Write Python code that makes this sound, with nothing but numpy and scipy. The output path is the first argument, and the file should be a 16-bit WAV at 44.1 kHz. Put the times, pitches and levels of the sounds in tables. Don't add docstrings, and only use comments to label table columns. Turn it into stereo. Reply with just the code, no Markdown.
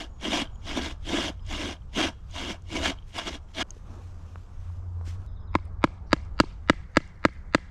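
import sys
import numpy as np
from scipy import signal
from scipy.fft import rfft, irfft, next_fast_len
from scipy.io import wavfile
from scipy.ndimage import uniform_filter1d

SR = 44100
rng = np.random.default_rng(int(sys.argv[2]) if len(sys.argv) > 2 else 0)


def makeup_ratio(level_db):
    decades = np.asarray(level_db, float) / 20
    return 10 ** decades


def int16_out(signal):
    q = np.round(np.clip(np.atleast_2d(signal).T, -1, 1) * 32767)
    wavfile.write(sys.argv[1], SR, q.astype(np.int16))


N = 339570
CUT_S, LAST_CUT_S = 3.6305, 5.262
GHOST_S = 512 / 48000


def evened(x):
    return x / np.sqrt(np.mean(x ** 2) + 1e-20)


def read(points, hz):
    f, value = np.transpose(points)
    return np.interp(np.log(hz + 1), np.log(f + 1), value)


def add(mix, s, sound):
    part = mix[..., round(s * SR):][..., :sound.shape[-1]]
    part += sound[..., :part.shape[-1]]


def filtered(x, order, hz, kind="low"):
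    return signal.sosfilt(signal.butter(order, hz, kind, fs=SR, output="sos"), x)


def dull(x, hz):
    return filtered(x, 6, hz)


def resonate(x, hz, width):
    r = np.exp(-np.pi * width / SR)
    return 2 * signal.lfilter([1 - r], [1, -r * np.exp(2j * np.pi * hz / SR)], x).real


def resonate_twice(x, hz, width):
    return resonate(resonate(x, hz, width), hz, width)


def body(x, modes):
    rung = [makeup_ratio(db) * resonate_twice(x, hz, 1.25 * width) for hz, width, db in modes]
    return evened(sum((-1) ** k * mode for k, mode in enumerate(rung)))


def ring(hz, t60, rise=0.):
    t = np.arange(round(.06 * SR)) / SR
    return makeup_ratio(-60 * t / t60) * (1 - np.exp(-t / (rise + 1e-5))) * np.sin(2 * np.pi * hz * t)


def patchwork(shape, bands, frames):
    patches = uniform_filter1d(rng.standard_normal(shape), size=bands, axis=0)
    return evened(uniform_filter1d(patches, size=frames, axis=1))


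# (time [s], half length [s], ring gain [dB], # boom
# gain [dB])
DIGS = [(0.355, 0.036, 6, -1.5), (0.291, 0.011, -5, 2), (0.776, 0.019, 8, 3.5), (0.844, 0.03, 7.5, 0.5),
        (1.202, 0.067, 5.5, -3.5), (1.141, 0.062, 3, 8), (1.62, 0.025, 4.5, 2.5), (1.687, 0.035, 3.5, 6),
        (1.914, 0.018, -15, 2), (2.034, 0.036, 5.5, -1.5), (2.488, 0.085, 2, 10.5), (3.12, 0.016, -9, -2),
        (3.526, 0.013, -21, 0), (3.608, 0.039, -1.5, 8.5), (2.858, 0.031, 6.5, -8), (3.19, 0.019, 11, -4),
        (3.278, 0.014, 10.5, 8.5), (3.354, 0.032, 6, 4), (0.053, .012, 3.5, -2), (0.183, 0.02, -15, 1),
        (0.256, 0.01, 0.5, 2.5), (1.297, 0.01, 2.5, 1), (1.514, 0.011, -2.5, -4), (1.554, 0.022, 1, -2),
        (2.089, 0.0063, 6, 0), (2.13, 0.006, 7.5, -4), (2.568, 0.028, 5, -2), (2.763, 0.011, 6, 1),
        (2.812, .015, -3.5, 4), (2.822, 0.0061, 2, -5), (2.937, 0.013, -4, -3), (3.155, 0.008, 1.5, 6),
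        (3.307, .008, -2.5, 11)]


def contact(t, full, lift, full_db, lift_db, boom_db):
    edge_s, bend = 0.045, 1.11
    enter = 17.5 * (np.maximum(full - t, 0) / edge_s) ** bend
    leave = 27 * (np.maximum(t - lift, 0) / edge_s) ** bend
    ring_gain, boom_gain = sum(np.outer([a, b], np.exp(-((t - s) / half) ** 2)) for s, half, a, b in DIGS)
    ring_db = np.interp(t, [full, lift], [full_db, lift_db]) + ring_gain - enter - leave
    boom_db = boom_db + boom_gain - 0.38 * enter + 0.18 * leave
    knock_db = -3 + 0.023 * ring_gain - 0.28 * enter + 0.37 * leave
    return ring_db, boom_db, knock_db


# (frequency [Hz], width [Hz], level [dB])
POST_BOOM = [(197.7, 66, -4.5), (300, 86.5, 2), (553, 99, -12)]
# (frequency [Hz], width [Hz], level [dB])
POST_KNOCK = [(649.5, 123, 1.5), (955, 233, -3), (1400, 650, -11), (1645, 183, -2.5)]
# (frequency [Hz], width [Hz], level [dB])
BLADE = [(2160, 453, -0.5), (2875, 234, 2), (3262, 266, 2), (3693, 180, 0)]
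# (frequency [Hz], density [dB per Hz])
FIZZ = [(2500, -24), (3900, -2.5), (4300, -5), (4700, -3.5), (6100, -5), (8300, -16.5), (9500, -18.5),
        (10300, -25.5), (12500, -28.5), (14300, -45), (15300, -53)]


def stroke(row, luck):
    t = np.arange(max(row[0] - 0.09, 0), min(row[1] + 0.09, CUT_S), 1 / SR)
    ring_db, boom_db, knock_db = contact(t, *row)
    fizz_db = -6.0 - 0.091 * (ring_db + 40.5)
    chance, size, sign, slow, other = luck[round(t[0] * SR):][:len(t)].T
    strength = makeup_ratio(1.25 * np.minimum(-np.log(size + 1e-9), 4))
    bites = (chance < 7000 / SR) * strength * np.sign(sign - .5)
    catch = evened(resonate(slow - .5, 94, 440))
    clump = evened(resonate(slow - .5, 22, 33))
    grip = makeup_ratio(2.0 * catch + 0.067 * clump)
    shared, apart = evened(bites * grip), evened((other - .5) * grip)
    pair = np.array([shared + 0.076 * apart, shared - 0.38 * apart])
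    length = next_fast_len(len(t))
    colour = makeup_ratio(read(FIZZ, np.fft.rfftfreq(length, 1 / SR)))
    fizz = irfft(rfft(pair, length) * colour, length)[:, :len(t)]
    boom = makeup_ratio(boom_db) * body(shared, POST_BOOM)
    knock = makeup_ratio(knock_db) * body(shared + 0.54 * (pair - shared), POST_KNOCK)
    sound = makeup_ratio(ring_db) * (boom + knock + body(pair, BLADE) + makeup_ratio(fizz_db) * evened(fizz))
    edge = np.minimum(1, np.minimum(t - t[0] + 0.0007, t[-1] - t) / 0.0032)
    return t[0], sound * edge


# (teeth fully in [s], teeth lifting [s], blade ring when in [dB],
# blade ring at lifting [dB], post boom over the ring [dB])
STROKES = [
    (0.0, 0.037, -34.5, -46, -3.5),
    (0.245, 0.419, -35, -34, 1.5),
    (0.682, 0.915, -39, -44.5, 0.5),
    (1.081, 1.285, -40, -36.5, 0),
    (1.514, 1.726, -37, -43, -2),
    (1.982, 2.077, -29, -37, 0),
    (2.363, 2.521, -39, -40.5, -8),
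    (2.725, 2.9, -40, -31.5, 1),
    (3.158, 3.351, -41.5, -46.5, -5.5),
    (3.573, 3.618, -38.5, -26.5, -9),
]


def bow_saw():
    saw, luck = np.zeros((2, N)), rng.random((N // 2, 5))
    for row in STROKES:
        add(saw, *stroke(row, luck))
    return saw


def mottled(x):
    z = signal.stft(x, nperseg=256)[2]
    grain_db = 2 * patchwork(z.shape[1:], 3, 7)
    return signal.istft(z * makeup_ratio(grain_db), nperseg=256)[1][:, :N]


# (frequency [Hz], t60 [s], level [dB], what drives it, sign of first motion)
TAP_MODES = [(135, .0036, 21, "post", 1), (152, .031, -2.7, "post", -1), (315, .0245, 1.2, "post", -1),
             (571, .0095, 3.9, "seated", -1), (616, .0029, 5.6, "seated", 1),
             (1212, .0087, -8.5, "seated", -1), (1657, .018, -8, "seated", -1),
             (1139, .004, 15, "split", 1), (1180, .0063, 11, "split", -1), (1792, .0108, -12.8, "edge", 1),
             (1984, .0118, -15.6, "edge", 1), (1050, .02, 0.1, "loose", -1), (2090, .012, -5, "loose", -1),
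             (1320, .016, -10, "seated", -1)]
# (frequency [Hz], t60 [s], level [dB], what drives it, signed first motion)
TOOL_MODES = [(2810, 0.0065, -2, "crack", 0.92), (3740, 0.0076, -15, "crack", -0.56),
              (4700, 0.011, -13, "crack", -1.07), (7730, 0.0065, -18, "crack", 1)]
ARRIVE_S = dict(post=0, crack=.00024, seated=.00048, edge=.00072, loose=.00087, split=.00103)


def tap(blow_db, seated_db, loose_db, crack_db):
    modes, t = TAP_MODES + TOOL_MODES, np.arange(round(.065 * SR)) / SR
    detune = 1 + .004 * rng.standard_normal(len(modes))
    drive = dict(post=0, seated=seated_db, loose=loose_db, crack=crack_db,
                 edge=3 * seated_db, split=0.1 * seated_db)
    grit = resonate_twice(rng.standard_normal(len(t)), 2600, 3200)
    sound = evened(grit) * makeup_ratio(crack_db - 14.5 - 60 * t / 0.024)
    for (hz, t60, db, by, way), d in zip(modes, detune):
        add(sound, ARRIVE_S[by], way * makeup_ratio(db + drive[by]) * ring(hz * d, t60, rise=0.057 / hz))
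    return makeup_ratio(blow_db) * filtered(sound, 2, [75, 7400], "band")


# (time [s], blow [dB], seated-wedge ring [dB], loose-wedge ring [dB], crack [dB])
TAPS = [
    (5.5519, -4.5, -3.5, -4, -9),
    (5.84, -0.5, -1.5, -9.5, -7),
    (6.1298, -1.5, 1.5, -13, -1.5),
    (6.4008, 1, 0, -27, 0),
    (6.6974, 0.5, 1.5, -31, -3.5),
    (6.9693, -0.5, 2, -25.5, -1.5),
    (7.2509, -1, 2, -14.5, -6.5),
    (7.5471, -2, 2.5, -17.5, -1),
]


def wedge_blows():
    blows, slaps, cracks, carried = np.zeros((4, N))
    for s, blow_db, seated_db, loose_db, crack_db in TAPS:
        blow = tap(blow_db, seated_db, loose_db, crack_db)
        rebound = tap(blow_db - 33.5, seated_db, loose_db, crack_db - 44)
        add(blows, s, blow)
        add(blows, s + 0.034, rebound)
        add(slaps, s + .0475, makeup_ratio(blow_db + crack_db - 38) * ring(4300, 0.0065, rise=.0003))
        add(cracks, s, makeup_ratio(np.array([blow_db + 0.74 * crack_db])))
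        add(carried, s, makeup_ratio(0.5 * seated_db) * blow)
    return blows, slaps, cracks, carried


def soil(x):
    late = np.zeros_like(x)
    add(late, 0.0026, signal.lfilter([.35], [1, -.65], x))
    return x + makeup_ratio(-28.5) * late


# (time [s], level [dB], #
# frequency [Hz], t60 [s])
TICKS = [(.557, -48, 6600, 0.0029), (1.466, -41, 6770, 0.0054), (1.939, -45, 3000, .005),
         (3.154, -28, 3000, .005), (3.549, -30, 4000, .005), (2.311, -39, 6600, 0.0055),
         (2.622, -37, 6500, 0.0011), (3.7063, -26, 6470, 0.0095), (3.706, -38, 2980, 0.0042),
         (3.766, -34, 424, 0.017), (3.962, -40, 358, 0.049), (4.358, -22.5, 1230, 0.0043),
         (4.357, -39, 2690, 0.0032), (4.70, -37, 970, 0.01), (5.012, -17, 680, 0.0026),
         (5.076, -26.5, 300, 0.014), (5.22, -54, 3000, .006), (5.2637, -23, 5100, 0.00025),
         (5.654, -46.5, 8800, 0.0023), (6.438, -15, 314, 0.015), (6.438, -22.5, 920, 0.0087),
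         (4.356, -30.5, 460, 0.012), (7.077, -46, 7060, 0.0028), (7.157, -54, 4500, 0.0048)]
# (time [s], level [dB])
CREAKS = [(0.455, -37), (0.473, -40), (.499, -50), (.558, -53), (1.395, -50), (1.767, -47), (1.82, -54),
          (2.975, -51), (2.987, -41), (3.025, -50), (3.487, -56)]
# (time [s], level [dB])
SNAPS = [(5.048, -56.5), (5.073, -51), (5.095, -55.5), (5.14, -53), (5.6445, -60.5), (5.677, -67),
         (5.73, -62), (6.25, -53), (6.615, -72), (6.919, -58.5), (7.335, -50), (7.35, -62), (5.94, -60),
         (6.745, -61)]


def ticks_creaks_snaps():
    out = np.zeros(N)
    creaks = [(s, db, 3130, 0.019) for s, db in CREAKS]
    for s, db, hz, t60 in TICKS + creaks:
        add(out, s, makeup_ratio(db) * ring(hz, t60, rise=0.42 / hz))
    for (s, db), hz in zip(SNAPS, rng.uniform(3500, 9500, (len(SNAPS), 3))):
        add(out, s, makeup_ratio(db) * sum(ring(f, 0.0022, rise=.00015) for f in hz))
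    return out


def two_ports(near):
    late = np.roll(near[0], shift=1)
    late += 0.54 * filtered(late, 2, 5500, "high")
    near = makeup_ratio([[-.8], [.8]]) * np.array([late, near[1]])
    return near + signal.lfilter([.03], [1, -.97], near.mean(0) - near)


# (frequency [Hz], t60 [s])
TREES = [(200, 0.15), (1000, 1), (3000, 1.0), (8000, 0.65), (14000, 0.41)]


def trees(x, start, end):
    taps, out = np.zeros((2, SR // 2)), np.zeros((2, N))
    slots = np.arange(300, SR // 2 - 20, 20)
    at = slots + rng.integers(0, 20, (2, len(slots)))
    np.put_along_axis(taps, at, rng.choice([-1., 1.], at.shape), 1)
    hz, t, z = signal.stft(taps, SR, nperseg=256)
    clumps = makeup_ratio(2.6 * patchwork(z.shape[1:], 6, 2))
    thin = np.clip(hz / 2500, .1, 1)[:, None]
    clearing = 0.3 + 0.62 / (1 + (t / 0.14) ** 8)
    decay = makeup_ratio(-60 * t / read(TREES, hz)[:, None])
    tail = signal.istft(z * thin * clearing * clumps * decay, SR, nperseg=256)[1]
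    tail[1] = 0.24 * tail[0] + 0.71 * tail[1]
    shot = x[None, round(start * SR):round(end * SR)]
    echo = signal.fftconvolve(shot, tail / np.linalg.norm(tail[0]), axes=1)
    add(out, start, echo[:, :shot.shape[1]])
    return out


def woodland_echo(saw, cracks, carried):
    cracks = filtered(dull(cracks, 8800), 2, 5000)
    far = makeup_ratio(-12.5) * cracks + makeup_ratio(-26.5) * resonate_twice(carried, 1900, 1000)
    turn = np.searchsorted(np.transpose(TAPS)[0], np.arange(N) / SR + GHOST_S) % 3
    echo = sum(trees(far * (turn == k), LAST_CUT_S, N / SR) for k in range(3))
    return echo + makeup_ratio(-30) * trees(saw[0], 0, CUT_S)


# (time [s], length [s], start frequency [Hz], level [dB])
WHISTLES = [(0.081, 0.14, 6830, -68.5), (0.51, 0.11, 6880, -67), (6.915, .04, 6700, -76),
            (0.95, 0.095, 5130, -76), (1.4, .045, 5080, -66), (5.272, 0.09, 5100, -74),
            (5.392, 0.09, 5100, -72), (5.51, 0.09, 5100, -69), (5.62, 0.084, 5100, -75)]
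# (time [s], level [dB])
CHIRPS = [(5.268, -62), (5.356, -59.5), (5.473, -61), (5.585, -66.5)]
# (time after [s], length [s], start [Hz], end [Hz], level [dB], fuzz [Hz])
CHIRP_PARTS = [(0, 0.03, 4000, 3500, -4, 100), (0.015, 0.081, 3740, 3470, -10, 280)]
# (time [s], length [s], start [Hz], end [Hz], level [dB], fuzz [Hz])
BUZZ = (6.06, .07, 5000, 4970, -66, 900)


def birds():
    out = np.zeros(N)
    notes = [(s, length, hz, .983 * hz, db, 50) for s, length, hz, db in WHISTLES] + [BUZZ]
    for s, db in CHIRPS:
        for later, length, hz0, hz1, part_db, fuzz_hz in CHIRP_PARTS:
            notes.append((s + later, length, hz0, hz1, db + part_db, fuzz_hz))
    for s, length, hz0, hz1, db, fuzz_hz in notes:
        hz = np.linspace(hz0, hz1, round(length * SR))
        breath = rng.standard_normal((2, SR // 4))
        a, b = filtered(breath, 3, fuzz_hz)[:, -len(hz):]
        tone = ((a + 1j * b) * np.exp(2j * np.pi * np.cumsum(hz) / SR)).real
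        add(out, s, makeup_ratio(db - 5) * evened(tone) * signal.windows.tukey(len(hz), .35))
    return out


def swells(bed_db, rows):
    t = np.arange(0, N, 32) / SR
    bed = makeup_ratio(np.array(bed_db))[np.searchsorted([CUT_S, LAST_CUT_S], t)]
    power = sum(makeup_ratio(db) ** 2 * np.exp(-abs((t - s) / half) ** 3.0) for s, half, db in rows)
    return np.repeat(np.sqrt(bed ** 2 + power), repeats=32)[:N]


# (frequency [Hz], likeness [0-1])
SAME = [(60, 0.71), (130, 0.84), (290, 0.8), (1400, 0.67), (6800, 0.68), (15000, .3)]


def air(spectrum, gain, patchy_db, flicker_db):
    frames, hz = N // 256 + 5, np.fft.rfftfreq(512, 1 / SR)
    a, b, c, d = rng.standard_normal((4, 257, frames))
    flicker = rng.standard_normal(frames)
    patches = patchwork((257, frames), 7, 12)
    same, left = np.clip(read(SAME, hz), 0, 1)[:, None], a + 1j * b
    z = np.array([left, same * left + np.sqrt(1 - same ** 2) * (c + 1j * d)])
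    z *= makeup_ratio(read(spectrum, hz)[:, None] + patchy_db * patches + flicker_db * flicker)
    noise = signal.istft(z, window="cosine", nperseg=512, noverlap=256)[1][:, :N]
    return gain * evened(noise)


# (frequency [Hz], density [dB per Hz])
LEAVES = [(600, -27.5), (1500, 1), (3000, -3.5), (4500, -6), (6200, -5.5), (8000, -10), (9500, -18.5),
          (12000, -16.5), (13000, -29.5), (14200, -44.5)]
# (centre time [s], half length [s], level [dB])
RUSTLES = [(0, 0.25, -90), (2.3, 0.033, -67), (3.1, 0.028, -60), (3.515, 0.033, -67.5), (3.75, 0.054, -65),
           (3.98, 0.13, -63.5), (4.3, 0.17, -67), (4.65, .1, -66.5), (5.085, 0.025, -51),
           (5.13, 0.026, -59), (5.22, .05, -71), (7.1, 1, -75)]


def rustling_leaves():
    t = np.arange(N) / SR
    leaves = dull(air(LEAVES, swells([-72, -71, -79], RUSTLES), 1.3, 1.2), 12800)
    return np.where((t > LAST_CUT_S) & (t < TAPS[0][0]), dull(leaves, 7800), leaves)


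def tyre_hiss():
    t = np.arange(N) / SR
    rise = makeup_ratio(-13 / (1 + np.exp((t - 6.66) / .06)))
    hiss = filtered(rng.standard_normal((2, N)), 5, [1300, 2200], "band")
    return makeup_ratio(-62.5) * (t > LAST_CUT_S) * rise * evened(hiss)


# (frequency [Hz], density [dB per Hz])
WASH = [(90, -24), (130, 13), (200, -6.5), (300, -8), (600, -11), (1200, -11.5), (1700, -23.5), (2300, -48),
        (4000, -45.5), (9000, -57.5), (13000, -86.5)]
# (centre time [s], half length [s], level [dB])
CARS = [
    (.5, 0.42, -56.5),
    (3.95, 0.076, -51.5),
    (5.1, 0.14, -56.5),
    (6, 0.6, -55),
]


def road_wash():
    return dull(air(WASH, swells([-58, -56, -58], CARS), 1.5, 0.46), 5000)


# (frequency [Hz], density [dB per Hz])
RUMBLE = [(12, -8.5), (25, 0.5), (40, -4), (60, -2.5), (75, -2), (100, -12), (125, -15.5), (170, -21),
          (260, -45), (500, -80), (3000, -78.5), (8000, -79.5), (9000, -120)]
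# (centre time [s], half length [s], level [dB])
GUSTS = [(.8, 0.49, -37.5), (1.498, 0.1, -36.5), (2.2, 0.87, -42), (2.797, 0.063, -35), (4.654, 0.16, -43),
         (5.54, 0.48, -40.5), (6.348, 0.19, -35.5), (6.73, 0.088, -37)]
# (centre time [s], half length [s], level [dB])
ENGINES = [(1.5, 0.51, -49), (2.6, 1, -47), (4.08, 0.26, -41), (4.8, 0.18, -35), (5.08, 0.14, -34.5),
           (5.5, 0.41, -39), (6.1, 0.49, -55)]


def low_rumble():
    hz, t, note_hz = np.fft.rfftfreq(N, 1 / SR), np.arange(N) / SR, 88.6
    mono, other, wobble = rfft(rng.standard_normal((3, N)))
    wide = other * np.clip(55 / (hz + 1), .3, 1.6)
    bass = irfft(np.array([mono + 0.17 * wide, mono - 0.19 * wide]) * makeup_ratio(read(RUMBLE, hz)), N)
    drift = evened(irfft(wobble * (hz < 3), N))
    note = np.sin(2 * np.pi * np.cumsum(note_hz + 2.49 * drift) / SR)
    note += 0.31 * evened(irfft(wobble / (1 + ((hz - note_hz) / 6) ** 2), N))
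    octave = irfft(wobble / (1 + ((hz - 180) / 5) ** 2), N) * (t > LAST_CUT_S)
    bass = makeup_ratio(-0.3) * swells([-42, -42, -41], GUSTS) * evened(bass)
    note = swells([-53.5, -64, -53], ENGINES) * evened(note)
    return bass + note + makeup_ratio(-65) * evened(octave)


def scene():
    saw = bow_saw()
    blows, slaps, cracks, carried = wedge_blows()
    near = mottled(saw) * (np.arange(N) / SR < CUT_S) + soil(blows) + slaps + ticks_creaks_snaps()
    close = two_ports(near) + woodland_echo(saw, cracks, carried)
    return close + birds() + rustling_leaves() + tyre_hiss() + road_wash() + low_rumble()


def early(x, s):
    shift = round(s * SR)
    return np.pad(x[:, shift:], ((0, 0), (0, shift)))


def low_pass(x):
    return signal.sosfilt(signal.butter(12, 15770, fs=SR, output="sos"), x)


def record(dry):
    thin = filtered(dry, 3, [900, 5600], "band")
    out = dry.copy()
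    for k, db in enumerate([-22.5, -35, -50]):
        out += makeup_ratio(db) * early(thin, (k + 1) * GHOST_S)
    out = np.pad(out, ((0, 0), (127, 127)), "reflect")
    band_limit = signal.firwin(255, 15750, window=("kaiser", 9), fs=SR)
    out = signal.oaconvolve(out, band_limit[None], "valid", axes=1)
    out = np.tanh(out / 1.702) * 1.57
    return low_pass(out)


dry = scene()
out = record(dry)
int16_out(out)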